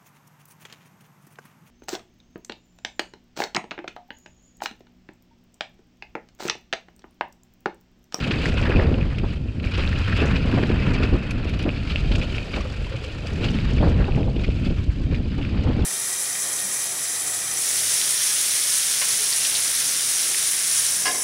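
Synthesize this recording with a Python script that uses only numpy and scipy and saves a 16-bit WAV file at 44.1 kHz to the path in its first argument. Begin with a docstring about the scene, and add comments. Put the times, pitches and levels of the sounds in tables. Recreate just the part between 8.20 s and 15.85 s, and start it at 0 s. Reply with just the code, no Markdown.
"""Mountain bike on a stony trail.

A fast descent, heard by a housed microphone on the rider's chest. Wind rumbles and flutters on the port.
The tyres growl and crunch in loose gravel; stones crack and spray against the frame, pebbles tick off
rims and spokes. A loose metal part buzzes near 2.5 kHz. The housing dulls the treble."""
import sys
import numpy as np
from scipy import signal
from scipy.fft import rfft, irfft
from scipy.io import wavfile

SR = 44100
rng = np.random.default_rng(int(sys.argv[2]) if len(sys.argv) > 2 else 0)


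def digitize_waveform(pressure):
    """Quantize a signal to 16-bit integers and store it at the path in sys.argv[1].

    Rows of a 2-D input are taken as channels; values are limited to [-1, 1].
    """
    field = np.atleast_2d(pressure).T
    bounded = np.clip(field, -1, 1)
    quanta = np.round(bounded * 32767).astype(np.int16)
    wavfile.write(sys.argv[1], SR, quanta)


N = 337365

# air on the port (time [s], rumble [dB], buffet [dB], flutter [dB])
WIND_LEVELS = [(0.0, -25.5, -25.5, -34.5), (0.4, -21.5, -27.5, -32), (0.66, -18, -24, -32),
               (0.91, -24, -29, -41), (1.32, -27, -32.5, -47.5), (1.77, -20, -32, -40),
               (2.28, -24, -25.5, -37), (2.79, -20, -23.5, -34), (2.96, -17.5, -28.5, -37),
               (2.98, -26.5, -31, -40), (3.4, -25.5, -29.5, -41.5), (3.73, -22, -31.5, -39.5),
               (3.92, -19.5, -27.5, -37), (4.35, -31.5, -37, -39), (4.6, -24.5, -40, -42),
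               (4.94, -31, -40.5, -39.5), (4.96, -26, -38.5, -39.5), (5.41, -24.5, -26, -41),
               (5.56, -17, -26.5, -37), (5.8, -20, -26, -32.5), (6.45, -20.5, -29, -43.5),
               (6.75, -23, -34, -52.5), (7.26, -25.5, -28, -43.5), (7.44, -21.5, -27, -37),
               (7.65, -17, -25, -30)]
# short gusts (centre [s], half length [s], buffet lift [dB])
WIND_GUSTS = [(.57, 0.035, 6.5), (.72, 0.14, 4), (1.04, 0.056, 3.5), (1.45, 0.066, 5), (1.6, 0.21, 3),
              (1.7, 0.03, 4), (2.04, 0.11, 7), (2.15, 0.05, 5), (2.38, 0.15, 4), (2.52, 0.06, 2),
              (2.84, 0.12, 2.5), (2.94, 0.035, 4), (3.3, 0.097, 1.5), (3.47, 0.044, 6.5),
              (3.95, 0.069, 3.5), (4.37, 0.07, 5), (5.24, 0.18, 7), (5.36, 0.028, 1.5), (5.66, 0.12, 6.5),
              (5.82, 0.053, 1.5), (5.98, 0.071, 5), (6.08, 0.02, 6.5), (6.18, 0.024, 4), (6.29, 0.016, 6),
              (6.47, 0.024, 9), (6.52, 0.03, 7.5), (6.61, 0.038, 5.5), (6.69, 0.04, 6.5), (6.79, 0.043, 5),
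              (6.92, 0.1, 9), (7.0, 0.026, 7.5), (7.19, 0.034, 4), (7.36, 0.085, 3), (7.48, 0.039, 4)]
# eddies slapping the port (time [s], tear before trim [dB], push [dB])
EDDY_SLAPS = [(0.11, -40, -20), (0.498, -13, -10), (0.56, -19, -12), (0.587, -8, -22), (0.617, -16, -31),
              (0.715, -29, -11), (0.779, -16.5, -24), (1.032, -15.5, -18), (1.581, -13.5, -14),
              (2.018, -10.5, -11), (2.037, -24, -15), (2.132, -28, -13.5), (2.289, -18, -22),
              (2.338, -13.5, -10), (2.373, -8, -17), (2.431, -16, -7.5), (2.501, -16, -6.5),
              (2.803, -14, -15), (2.839, -26, -11.5), (2.927, -15, -17), (2.942, -22, -9), (2.95, -18, -18),
              (3.254, -25, -16.5), (3.454, -13.5, -12.5), (3.477, -16, -13), (3.912, -19, -15),
              (3.977, -22, -20), (4.367, -14.5, -23), (4.447, -20, -36), (4.738, -25, -30),
              (5.237, -16, -20), (5.346, -31, -15), (5.506, -31, -28), (5.571, -28, -19), (5.625, -6, -34),
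              (5.662, -14, -22), (5.748, -27, -29), (5.8, -17, -17.5), (5.877, -13.5, -32),
              (5.974, -20.5, -17), (6.014, -33, -26), (6.072, -23, -21), (6.165, -37, -12.5),
              (6.19, -23, -26), (6.288, -34, -11.5), (6.505, -30, -19), (6.801, -26.5, -28),
              (6.925, -25, -19), (6.99, -41, -26), (7.053, -27, -26), (7.18, -20, -26), (7.323, -28, -18.5),
              (7.355, -36, -24), (7.445, -25, -32), (7.468, -15.5, -16), (7.498, -18, -12.5),
              (7.566, -30, -18), (7.59, -23, -15)]
# tyres on the trail (time [s], crunch [dB], growl [dB], grit [dB])
TYRE_LEVELS = [(0.0, -35, -38.5, -52.5), (0.34, -41.5, -35.5, -53), (0.53, -41.5, -33, -60),
               (1.19, -46, -55, -63), (1.45, -43, -45, -59.5), (1.64, -38.5, -36, -52.5),
               (1.89, -36.5, -40.5, -54.5), (2.73, -40, -34, -55.5), (3.15, -44, -44.5, -62),
               (3.79, -40, -47, -55.5), (4.22, -39.5, -46, -53.5), (4.45, -42.5, -44.5, -56),
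               (4.7, -42.5, -47.5, -56.5), (4.9, -43, -50, -56), (5.05, -42.5, -49.5, -54.5),
               (5.37, -38.5, -42, -54), (5.8, -41.5, -43, -58.5), (6.07, -46, -62, -61),
               (6.54, -45, -51.5, -57.5), (6.9, -48, -52, -62.5), (7.31, -42, -45.5, -61),
               (7.45, -42.5, -45, -62), (7.65, -41, -45, -58.5)]
# patches of coarser stones (centre [s], half length [s], crunch lift [dB])
COARSE_PATCHES = [(.25, 0.079, 6.5), (.38, 0.051, 3), (.59, 0.11, 4), (1.11, .05, 3.5), (1.6, 0.046, 1),
                  (1.78, 0.032, 2.5), (2.0, 0.064, 4.5), (2.16, 0.036, 3.5), (2.35, 0.027, 4.5),
                  (2.74, 0.02, -3), (2.84, 0.046, 5.5), (3.3, 0.017, 3), (3.71, 0.028, 7.5),
                  (3.8, 0.028, 3.5), (3.94, 0.072, 4), (4.03, 0.035, 4.5), (4.16, 0.036, 2),
                  (4.36, 0.038, 6), (5.07, 0.023, 5), (5.24, 0.053, 4), (5.5, 0.042, 1.5),
                  (5.67, 0.069, 3.5), (6.25, 0.077, 3.5), (6.46, 0.037, 8), (6.94, 0.054, 2)]
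# buzz of the loose part (time [s], level re crunch [dB])
RATTLE_LEVELS = [(0, -3), (.6, 4.5), (.9, -8), (1.5, 0), (1.75, -1.5), (2.0, 2), (2.2, -2.5), (2.4, -1.5),
                 (2.85, 3), (3.1, 2), (3.45, -4.5), (3.65, -7), (4.1, -6.5), (4.6, -8), (5.3, -4),
                 (6.0, -22), (6.22, -12), (6.3, -2.5), (6.38, -1), (6.45, -6), (6.55, -7), (6.65, -27),
                 (7.65, -30)]
# its resonances (frequency [Hz], width [Hz], relative level [dB])
METAL_MODES = [(2560, 240, -1), (1375, 160, -7)]
# blows on frame and tyre casing (time [s], level [dB], pitch [Hz])
HOLLOW_KNOCKS = [(4.335, -34, 1200), (4.405, -31, 1154), (4.447, -29.5, 523), (4.665, -35.5, 990),
                 (4.712, -31, 533), (4.738, -31.5, 540), (4.838, -34, 517), (5.625, -28, 744),
                 (5.883, -29, 820), (5.975, -33, 840), (6.075, -32, 797)]
# pebbles on rims and spokes (time [s], tick [dB], sparkle [dB])
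PEBBLE_TICKS = [(0.0378, -42, -56), (0.2548, -34, -61), (0.2877, -34.5, -65), (0.3401, -37, -66),
                (0.3815, -40, -65), (0.4135, -37, -68), (0.4964, -42, -68), (0.9842, -43.5, -72),
                (1.4576, -45, -74), (1.511, -44, -65), (1.5768, -36, -64), (1.7868, -39, -56),
                (1.9699, -37, -54), (2.0154, -39, -60), (2.055, -34, -57), (2.0762, -37, -66),
                (2.1565, -42, -64), (2.2574, -44, -67), (2.4694, -42, -65), (2.7324, -39, -63),
                (2.7392, -37, -63), (2.83, -42, -68), (3.1073, -32, -48), (3.245, -43, -63),
                (3.2914, -40, -57), (3.3403, -44, -67), (3.3887, -45, -62), (3.4251, -39, -55),
                (3.9539, -34, -64), (3.9818, -35, -60), (4.0168, -44, -67), (4.4069, -37, -63),
                (4.5216, -41, -68), (4.6952, -47, -71), (4.7626, -40, -67), (4.8419, -37, -66),
                (5.005, -48, -73), (5.0684, -39, -67), (5.1337, -40, -63), (5.2435, -34, -62),
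                (5.3043, -38, -67), (5.3467, -43, -68), (5.5054, -40, -68), (5.532, -36, -65),
                (5.694, -38, -65), (5.9549, -46, -72), (6.9446, -43, -68), (7.1801, -52, -68),
                (7.435, -42, -70)]
# chips thrown at the frame (start [s], length [s], level [dB], pitch [Hz])
CHIP_SPRAYS = [(0.035, 0.014, -27.5, 2640), (0.107, 0.012, -22, 2470), (0.133, 0.01, -27, 1770),
               (0.202, 0.011, -33, 2480), (0.232, 0.0045, -33, 2460), (0.255, 0.0089, -29, 2210),
               (0.285, 0.014, -29, 2600), (0.319, 0.004, -28, 2000), (0.369, 0.011, -25.5, 2600),
               (0.39, 0.0046, -31, 2550), (0.427, 0.012, -30, 2660), (0.453, 0.014, -25.5, 1780),
               (0.501, 0.011, -33, 2570), (0.52, 0.0092, -32, 1810), (0.563, 0.0062, -30, 2560),
               (0.6, 0.0037, -34, 1830), (0.74, 0.0042, -38, 2770), (0.808, 0.0052, -39, 2450),
               (0.982, 0.0044, -28.5, 2400), (1.395, 0.01, -38, 2540), (1.44, 0.0064, -40, 2590),
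               (1.4723, 0.005, -37, 2480), (1.513, 0.011, -30, 2370), (1.537, 0.019, -26.5, 2520),
               (1.574, 0.0086, -30, 2560), (1.588, 0.018, -26.5, 2120), (1.61, 0.018, -32, 2640),
               (1.6753, 0.017, -33.5, 1530), (1.725, 0.0053, -30, 1800), (1.756, 0.008, -31, 2380),
               (1.92, 0.0094, -27.5, 1710), (1.962, 0.018, -29, 2460), (1.987, 0.015, -41, 2500),
               (2.016, 0.0048, -27, 1520), (2.16, 0.0068, -24.5, 2540), (2.241, 0.008, -41, 1710),
               (2.34, 0.028, -38, 1450), (2.427, 0.0084, -29, 2470), (2.492, 0.0087, -32, 2700),
               (2.62, 0.0225, -32.5, 2470), (2.683, 0.0115, -34, 2440), (2.736, 0.021, -27.5, 2350),
               (2.831, 0.008, -23, 2400), (2.932, 0.02, -35, 2570), (3.109, 0.0049, -27, 2470),
               (3.243, 0.0117, -40, 2620), (3.27, 0.031, -33.5, 2540), (3.335, 0.007, -33, 2500),
               (3.39, 0.0071, -30, 2430), (3.401, 0.027, -34, 2580), (3.434, 0.0092, -33, 2590),
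               (3.485, 0.0062, -31, 2570), (3.558, 0.018, -35, 2270), (3.674, 0.006, -34, 2480),
               (3.699, 0.0056, -27, 2890), (3.717, 0.0085, -30, 2530), (3.757, 0.004, -27, 2780),
               (3.777, 0.0133, -34, 2530), (3.916, 0.0087, -22.5, 2900), (3.951, 0.0057, -26, 2570),
               (4.014, 0.014, -26, 2530), (4.096, 0.006, -38, 2470), (4.144, 0.015, -33, 2640),
               (4.18, 0.0051, -32, 2610), (4.332, 0.012, -27, 2520), (4.364, 0.0049, -40, 2640),
               (4.396, 0.032, -37, 2200), (4.719, 0.02, -36.5, 1410), (4.756, 0.018, -38, 2590),
               (4.837, 0.015, -34, 2480), (4.897, 0.0071, -35, 2810), (5.067, 0.0282, -40, 2580),
               (5.233, 0.019, -26.5, 2600), (5.284, 0.006, -29, 2840), (5.342, 0.005, -29, 3120),
               (5.408, 0.008, -39, 2300), (5.505, 0.0075, -41, 2580), (5.58, 0.0051, -28, 2380),
               (5.907, 0.0094, -38, 2660), (5.973, 0.02, -45, 2660), (6.16, 0.0069, -34, 2790),
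               (6.188, 0.0117, -40, 2610), (6.235, 0.015, -28, 2440), (6.299, 0.0056, -35, 2480),
               (6.364, 0.0091, -38, 2590), (6.496, 0.0097, -36, 2500), (6.907, 0.028, -41, 2360),
               (6.946, 0.0047, -33, 2450), (7.168, 0.0171, -40, 2700), (7.246, 0.0061, -31.5, 2370),
               (7.372, 0.011, -38.5, 2220), (7.428, 0.01, -44, 2190), (7.589, 0.0089, -35, 1560)]
# stones hitting the frame (time [s], level [dB], pitch [Hz], rise [cycles])
STONE_HITS = [(0.0422, -23, 2620, 3.3), (0.1125, -16, 2560.0, 1.7), (0.141, -22, 2550.0, 1.3),
              (0.2569, -12, 1920.0, 1.0), (0.2627, -22, 2170, 3.3), (0.3728, -18, 2630.0, 1.4),
              (0.3826, -16, 2840, 1.1), (0.4265, -17, 2650.0, 1.3), (0.5065, -21, 2560, 3.0),
              (0.5224, -22, 1830, 1.1), (0.5593, -18, 2540.0, 3.9), (0.5966, -17, 1850.0, 2.0),
              (0.7422, -21.5, 2770, 1.2), (0.8118, -24, 2480.0, 2.9), (0.8289, -26, 2450.0, 1.1),
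              (0.9844, -20, 2350, 0.66), (0.9973, -28, 2560, 1.5), (1.3993, -33, 2540.0, 1.3),
              (1.4417, -20, 2560, 1.3), (1.4723, -24, 2430, 2.0), (1.6368, -18, 2350.0, 1.0),
              (1.676, -21, 3680, 1.4), (1.7287, -23, 1820.0, 1.4), (1.9302, -18.5, 1730.0, 1.9),
              (2.026, -17.5, 1510, 1.2), (2.1588, -18, 2540, 1.2), (2.3265, -20, 1630.0, 0.9),
              (2.436, -17, 1670.0, 0.7), (2.623, -26, 2070, 1.0), (2.8321, -22, 2520.0, 1.5),
              (3.1096, -21.5, 2480.0, 2.5), (3.3399, -30, 2920.0, 0.88), (3.4914, -15, 2560.0, 1.5),
              (3.5025, -26, 2680, 2.4), (3.6274, -27.5, 2230.0, 0.9), (3.7013, -29, 2830, 2.2),
              (3.719, -26, 2520.0, 1.6), (3.7588, -8.5, 2680, 1.2), (3.9212, -27, 2900, 2.1),
              (3.9575, -36, 2530.0, 1.1), (4.02, -22, 2490.0, 2.5), (4.143, -24, 2600, 1.8),
              (4.1818, -16.5, 2550, 1.8), (4.34, -22, 2370, 3.0), (4.3634, -24, 2600, 2.0),
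              (4.7694, -30, 3070.0, 1.7), (5.0936, -37, 1540.0, 0.55), (5.3877, -21, 2570.0, 1.0),
              (5.5106, -27, 2650.0, 2.1), (5.5848, -25, 2380.0, 2.2), (5.8432, -24, 2600, 2.5),
              (5.9208, -26, 2570.0, 2), (5.9478, -24, 2540, 1.8), (5.9631, -23, 2560.0, 1.1),
              (6.0304, -26, 2560.0, 1.3), (6.1658, -32, 2790.0, 1.3), (6.2448, -26, 2420, 1.3),
              (6.2801, -28, 3150.0, 1.3), (6.308, -31, 2490.0, 1.8), (6.4987, -36, 2490.0, 3.0),
              (6.7027, -32, 2370, 1.2), (6.9454, -24, 2430.0, 1.4), (6.9621, -30, 3470.0, 1.2),
              (7.1889, -30, 2590.0, 0.8), (7.2136, -30, 2770, 3.0), (7.2292, -26, 2670.0, 1),
              (7.2501, -26, 2360.0, 2.7)]

# wind spectra (frequency [Hz], relative density [dB])
RUMBLE_SPECTRUM = [(10, -20), (22, 1), (40, 1), (60, 3), (80, 1.5), (100, 0.5), (130, -5), (200, -20),
                   (400, -71), (3000, -130)]
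BUFFET_SPECTRUM = [(60, -26), (120, 0.5), (170, 1), (270, -2.5), (350, -11.5), (600, -28.5), (1500, -87),
                   (6000, -130)]
FLUTTER_SPECTRUM = [(150, -20), (300, -2.5), (450, -1), (600, -4.5), (900, -15), (1500, -28.5),
                    (4000, -66.5), (9000, -120)]
TEAR_SPECTRUM = [(150, -22.5), (350, -0.5), (700, -8.5), (1100, -14.5), (1600, -20.5), (3000, -43),
                 (9000, -110)]
# gravel and pebble filters (frequency [Hz], relative gain [dB])
GROWL_SPECTRUM = [(300, -4.5), (600, -9), (1000, 0.5), (1400, 1), (1800, 3), (2100, -1.5), (3000, -13),
                  (6000, -71), (12000, -110)]
CRUNCH_SPECTRUM = [(600, -35), (1400, -4), (2000, -11.5), (2300, -2.5), (2600, -3.5), (3000, -3.5),
                   (3400, -7.5), (4100, -10), (4900, -11.5), (5400, -21.5), (5900, -41), (9000, -81.5),
                   (14000, -100)]
GRIT_SPECTRUM = [(3500, -1), (5500, 4.5), (6500, 2.5), (7900, 0.5), (8800, -8), (10500, -11), (12500, -16),
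                 (14000, -39.5), (16000, -48)]
TICK_SPECTRUM = [(3000, 0), (5500, 3.5), (7600, -3), (8800, -8), (10000, -32), (16000, -78)]
SPARKLE_SPECTRUM = [(6000, -43), (8800, -3), (10500, 1), (12300, -8), (13200, -13), (14200, -23),
                    (16000, -47)]

GRAINS_PER_S = 2500
HOP_START_S, HOP_END_S, HOP_DROP_DB, HOP_EDGE_S = 1.182, 1.43, 7.5, 0.0048   # airborne over a crest
SPRAY_RISE_S, SPRAY_T60_S, SPRAY_WIDTH_HZ, SPRAY_BROAD_SHARE = 0.00073, 0.03, 340, 0.42
HOUSING_HZ, CUTOFF_HZ = 5530, 14300


def amp(db):
    """Decibels to gain."""
    return 10 ** (np.asarray(db) / 20)


def rms_one(x):
    """Scale to rms 1."""
    return x / np.sqrt(np.mean(x ** 2) + 1e-20)


def curves(rows):
    """Columns of a time table, one value per sample."""
    times_s, *columns = np.transpose(rows)
    return [np.interp(np.arange(N) / SR, times_s, column) for column in columns]


def swells(rows):
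    """Sum of raised-cosine bumps, in dB."""
    out = np.zeros(N)
    for centre_s, half_s, db in rows:
        at = np.arange(max(round((centre_s - half_s) * SR), 0), min(round((centre_s + half_s) * SR), N))
        out[at] += db * np.cos(np.pi / 2 * (at / SR - centre_s) / half_s) ** 2
    return out


def drift(corner_hz):
    """Random wander, rms 1: noise through two one-pole low-passes."""
    step, settle = 20, 2000
    pole = np.exp(-2 * np.pi * corner_hz * step / SR)
    white = rng.standard_normal(N // step + settle + 2)
    slow = signal.lfilter([1], [1, -2 * pole, pole * pole], white)[settle:]
    return np.interp(np.arange(N) / step, np.arange(len(slow)), rms_one(slow))


def colour(x, spectrum):
    """Minimum-phase filter from a spectrum table; white noise keeps its rms."""
    hz, db = np.transpose(spectrum)
    size = 8192
    grid_hz = np.maximum(np.arange(size // 2 + 1) * SR / size, 1)
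    gain = amp(np.interp(np.log(grid_hz), np.log(hz), db))
    cepstrum = irfft(np.log(gain))
    cepstrum[1:size // 2] *= 2
    cepstrum[size // 2 + 1:] = 0
    response = irfft(np.exp(rfft(cepstrum)))
    return signal.oaconvolve(x, response / np.sqrt(np.sum(response ** 2)))[:N]


def resonance(x, hz, width_hz):
    """Two-pole band-pass, peak gain 1."""
    r = np.exp(-np.pi * width_hz / SR)
    gain = (1 - r * r) / 2
    return signal.lfilter([gain, 0, -gain], [1, -2 * r * np.cos(2 * np.pi * hz / SR), r * r], x)


def bursts(times_s, levels_db, t60_s, rise_s):
    """Envelope of rising, decaying bursts."""
    onsets, t = np.zeros(N), np.arange(SR // 4) / SR
    onsets[np.round(times_s * SR).astype(int)] = amp(levels_db)
    shape = amp(-60 * t / t60_s) * (1 - np.exp(-t / rise_s))
    return signal.oaconvolve(onsets, shape)[:N]


def pings(times_s, levels_db, pitches_hz, rise_cycles, t60_cycles, ring_db):
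    """Damped sines: a hard pulse, then a weaker ring."""
    out, t = np.zeros(N + SR), np.arange(SR // 40) / SR
    for start_s, db, hz, cycles in np.broadcast(times_s, levels_db, pitches_hz, rise_cycles):
        at, rise = round(start_s * SR), t * hz / cycles
        pulse = (rise * np.exp(1 - rise)) ** 2
        ring = amp(ring_db - 60 * t * hz / t60_cycles) * (1 - np.exp(-rise))
        out[at:at + len(t)] += amp(db) * (pulse + ring) * np.sin(2 * np.pi * hz * t)
    return out[:N]


def housing(x):
    """Steep low-pass of the microphone housing."""
    return signal.sosfilt(signal.butter(6, HOUSING_HZ, fs=SR, output="sos"), x + 1e-18)


def air_rush():
    """Steady hiss of air past the wheels."""
    return amp(-68) * colour(rng.standard_normal(N), GRIT_SPECTRUM)


def wind():
    """Turbulence on the port: big eddies rumble, smaller ones buffet and flutter."""
    rumble_db, buffet_db, flutter_db = curves(WIND_LEVELS)
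    eddies, gust_db = drift(29), swells(WIND_GUSTS)
    rumble = colour(amp(1.12 * eddies) * rng.standard_normal(N), RUMBLE_SPECTRUM)
    buffet = colour(amp(1.4 * eddies + 0.29 * drift(29)) * rng.standard_normal(N), BUFFET_SPECTRUM)
    flutter = colour(amp(0.43 * eddies + 2.5 * drift(47)) * rng.standard_normal(N), FLUTTER_SPECTRUM)
    return (amp(rumble_db + 0.61 * gust_db) * rms_one(rumble)
            + amp(buffet_db + gust_db) * rms_one(buffet)
            + amp(flutter_db + 1.26 * gust_db) * rms_one(flutter))


def slaps():
    """Single eddies hit the port: a noisy tear and a low pressure push."""
    times_s, tear_db, push_db = np.transpose(EDDY_SLAPS)
    envelope = bursts(times_s, tear_db - 7, t60_s=0.096, rise_s=0.0043)
    tears = colour(envelope * rng.standard_normal(N), TEAR_SPECTRUM)
    push_hz = 300 * amp(rng.normal(0, 1.46, len(times_s)))
    return tears + pings(times_s, push_db, push_hz, rise_cycles=0.54, t60_cycles=5, ring_db=-18)


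def trail_db():
    """Crunch, growl and grit levels: up on coarse patches, down during the hop."""
    crunch_db, growl_db, grit_db = curves(TYRE_LEVELS)
    t = np.arange(N) / SR
    airborne = np.clip(np.minimum(t - HOP_START_S, HOP_END_S - t) / HOP_EDGE_S, 0, 1)
    lift_db = swells(COARSE_PATCHES) - HOP_DROP_DB * airborne
    return crunch_db + lift_db, growl_db + 0.7 * lift_db, grit_db + 0.81 * lift_db


def gravel(clump_db, low_hz, high_hz, t60_cycles, sand_gain):
    """Clumped pebbles of uneven size, each ringing at one of 16 pitches, over a hiss of sand."""
    sizes = amp(3.4 * np.minimum(rng.exponential(1, N), 5)) * rng.choice([-1, 1], N)
    impacts = amp(clump_db) * sizes * (rng.random(N) < GRAINS_PER_S / SR)
    pitch_index, pebbles = rng.integers(0, 16, N), 0
    for k, hz in enumerate(np.geomspace(low_hz, high_hz, 16)):
        width_hz = np.log(1000) / np.pi * hz / t60_cycles
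        pebbles += resonance(impacts * (pitch_index == k) + 1e-18, hz, width_hz)
    sand = amp(clump_db) * rng.standard_normal(N)
    return rms_one(pebbles) + sand_gain * rms_one(sand)


def rattle():
    """Gravel jolts shake a loose metal part that rings in two narrow bands."""
    jolts = gravel(2.7 * drift(37), 1260, 3340, t60_cycles=6.2, sand_gain=1.2)
    ringing = 0
    for hz, width_hz, db in METAL_MODES:
        drive = resonance(jolts, hz, 3 * width_hz)
        ringing += amp(db) * rms_one(resonance(drive, hz, width_hz))
    crunch_db = trail_db()[0]
    return amp(crunch_db + curves(RATTLE_LEVELS)[0]) * rms_one(ringing)


def knocks():
    """Soft blows ring hollow in frame and tyre casing."""
    return pings(*np.transpose(HOLLOW_KNOCKS), rise_cycles=4.5, t60_cycles=45, ring_db=-14)


def pebble_ticks():
    """Pebbles tick unevenly off rims and spokes, some with a bright edge."""
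    times_s, tick_db, sparkle_db = np.transpose(PEBBLE_TICKS)
    patter = amp(1.6 * drift(120)) * rng.standard_normal((2, N))
    ticks = bursts(times_s, tick_db, t60_s=0.042, rise_s=0.0009) * patter[0]
    sparkle = bursts(times_s, sparkle_db, t60_s=0.053, rise_s=0.0012) * patter[1]
    return colour(ticks, TICK_SPECTRUM) + colour(sparkle, SPARKLE_SPECTRUM)


def tyres():
    """One bed of loose stones drives knob growl, crunch and fine grit, so they swell partly together."""
    crunch_db, growl_db, grit_db = trail_db()
    clumps = drift(77) + 0.72 * drift(58)
    growl = gravel(1.75 * clumps + 2.9 * drift(9.3), 720, 2410, t60_cycles=15, sand_gain=3.05)
    crunch = gravel(1.08 * clumps, 1818, 5980, t60_cycles=91, sand_gain=1.97)
    grit = gravel(2.05 * clumps + 0.39 * drift(30), 5000, 13000, t60_cycles=32, sand_gain=2.4)
    return (amp(growl_db) * rms_one(colour(growl, GROWL_SPECTRUM))
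            + amp(crunch_db) * rms_one(colour(crunch, CRUNCH_SPECTRUM))
            + amp(grit_db) * rms_one(colour(grit, GRIT_SPECTRUM)))


def sprays():
    """Each handful of chips patters on the frame and rings it at one pitch over a broad crunch."""
    out, t = np.zeros(N + SR), np.arange(SR // 8) / SR
    chips = amp(2 * drift(150)) * rng.standard_normal((2, N))
    broad = np.pad(colour(chips[0], CRUNCH_SPECTRUM), (0, SR))
    white = np.pad(chips[1], (0, SR))
    makeup_gain = np.sqrt(SR / np.pi / SPRAY_WIDTH_HZ)
    for start_s, length_s, db, hz in CHIP_SPRAYS:
        at = round(start_s * SR) + np.arange(len(t))
        decay = amp(-60 * np.maximum(t - length_s, 0) / SPRAY_T60_S)
        envelope = (1 - np.exp(-t / SPRAY_RISE_S)) * decay
        ringing = makeup_gain * resonance(envelope * white[at], hz, SPRAY_WIDTH_HZ)
        crunch = envelope * broad[at]
        out[at] += amp(db) * (SPRAY_BROAD_SHARE * crunch + (1 - SPRAY_BROAD_SHARE) * ringing)
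    return out[:N]


def stone_cracks():
    """Each stone cracks on the frame and rings briefly and roughly at its own pitch."""
    roughness = amp(1.5 * drift(250))
    return roughness * pings(*np.transpose(STONE_HITS), t60_cycles=66, ring_db=-14)


def scene():
    """Wind, tyres, stones and frame in open air; mono."""
    bed = wind() + slaps() + tyres() + air_rush()
    impacts = knocks() + housing(stone_cracks()) + pebble_ticks() + housing(sprays())
    return (bed + impacts + rattle())[None]


def record(dry):
    """Soft clip, then a steep treble cut."""
    rounded = 0.71 * np.tanh(dry / 0.78)
    return signal.sosfilt(signal.cheby2(12, 60, CUTOFF_HZ, fs=SR, output="sos"), rounded)


dry = scene()
out = record(dry)
digitize_waveform(out)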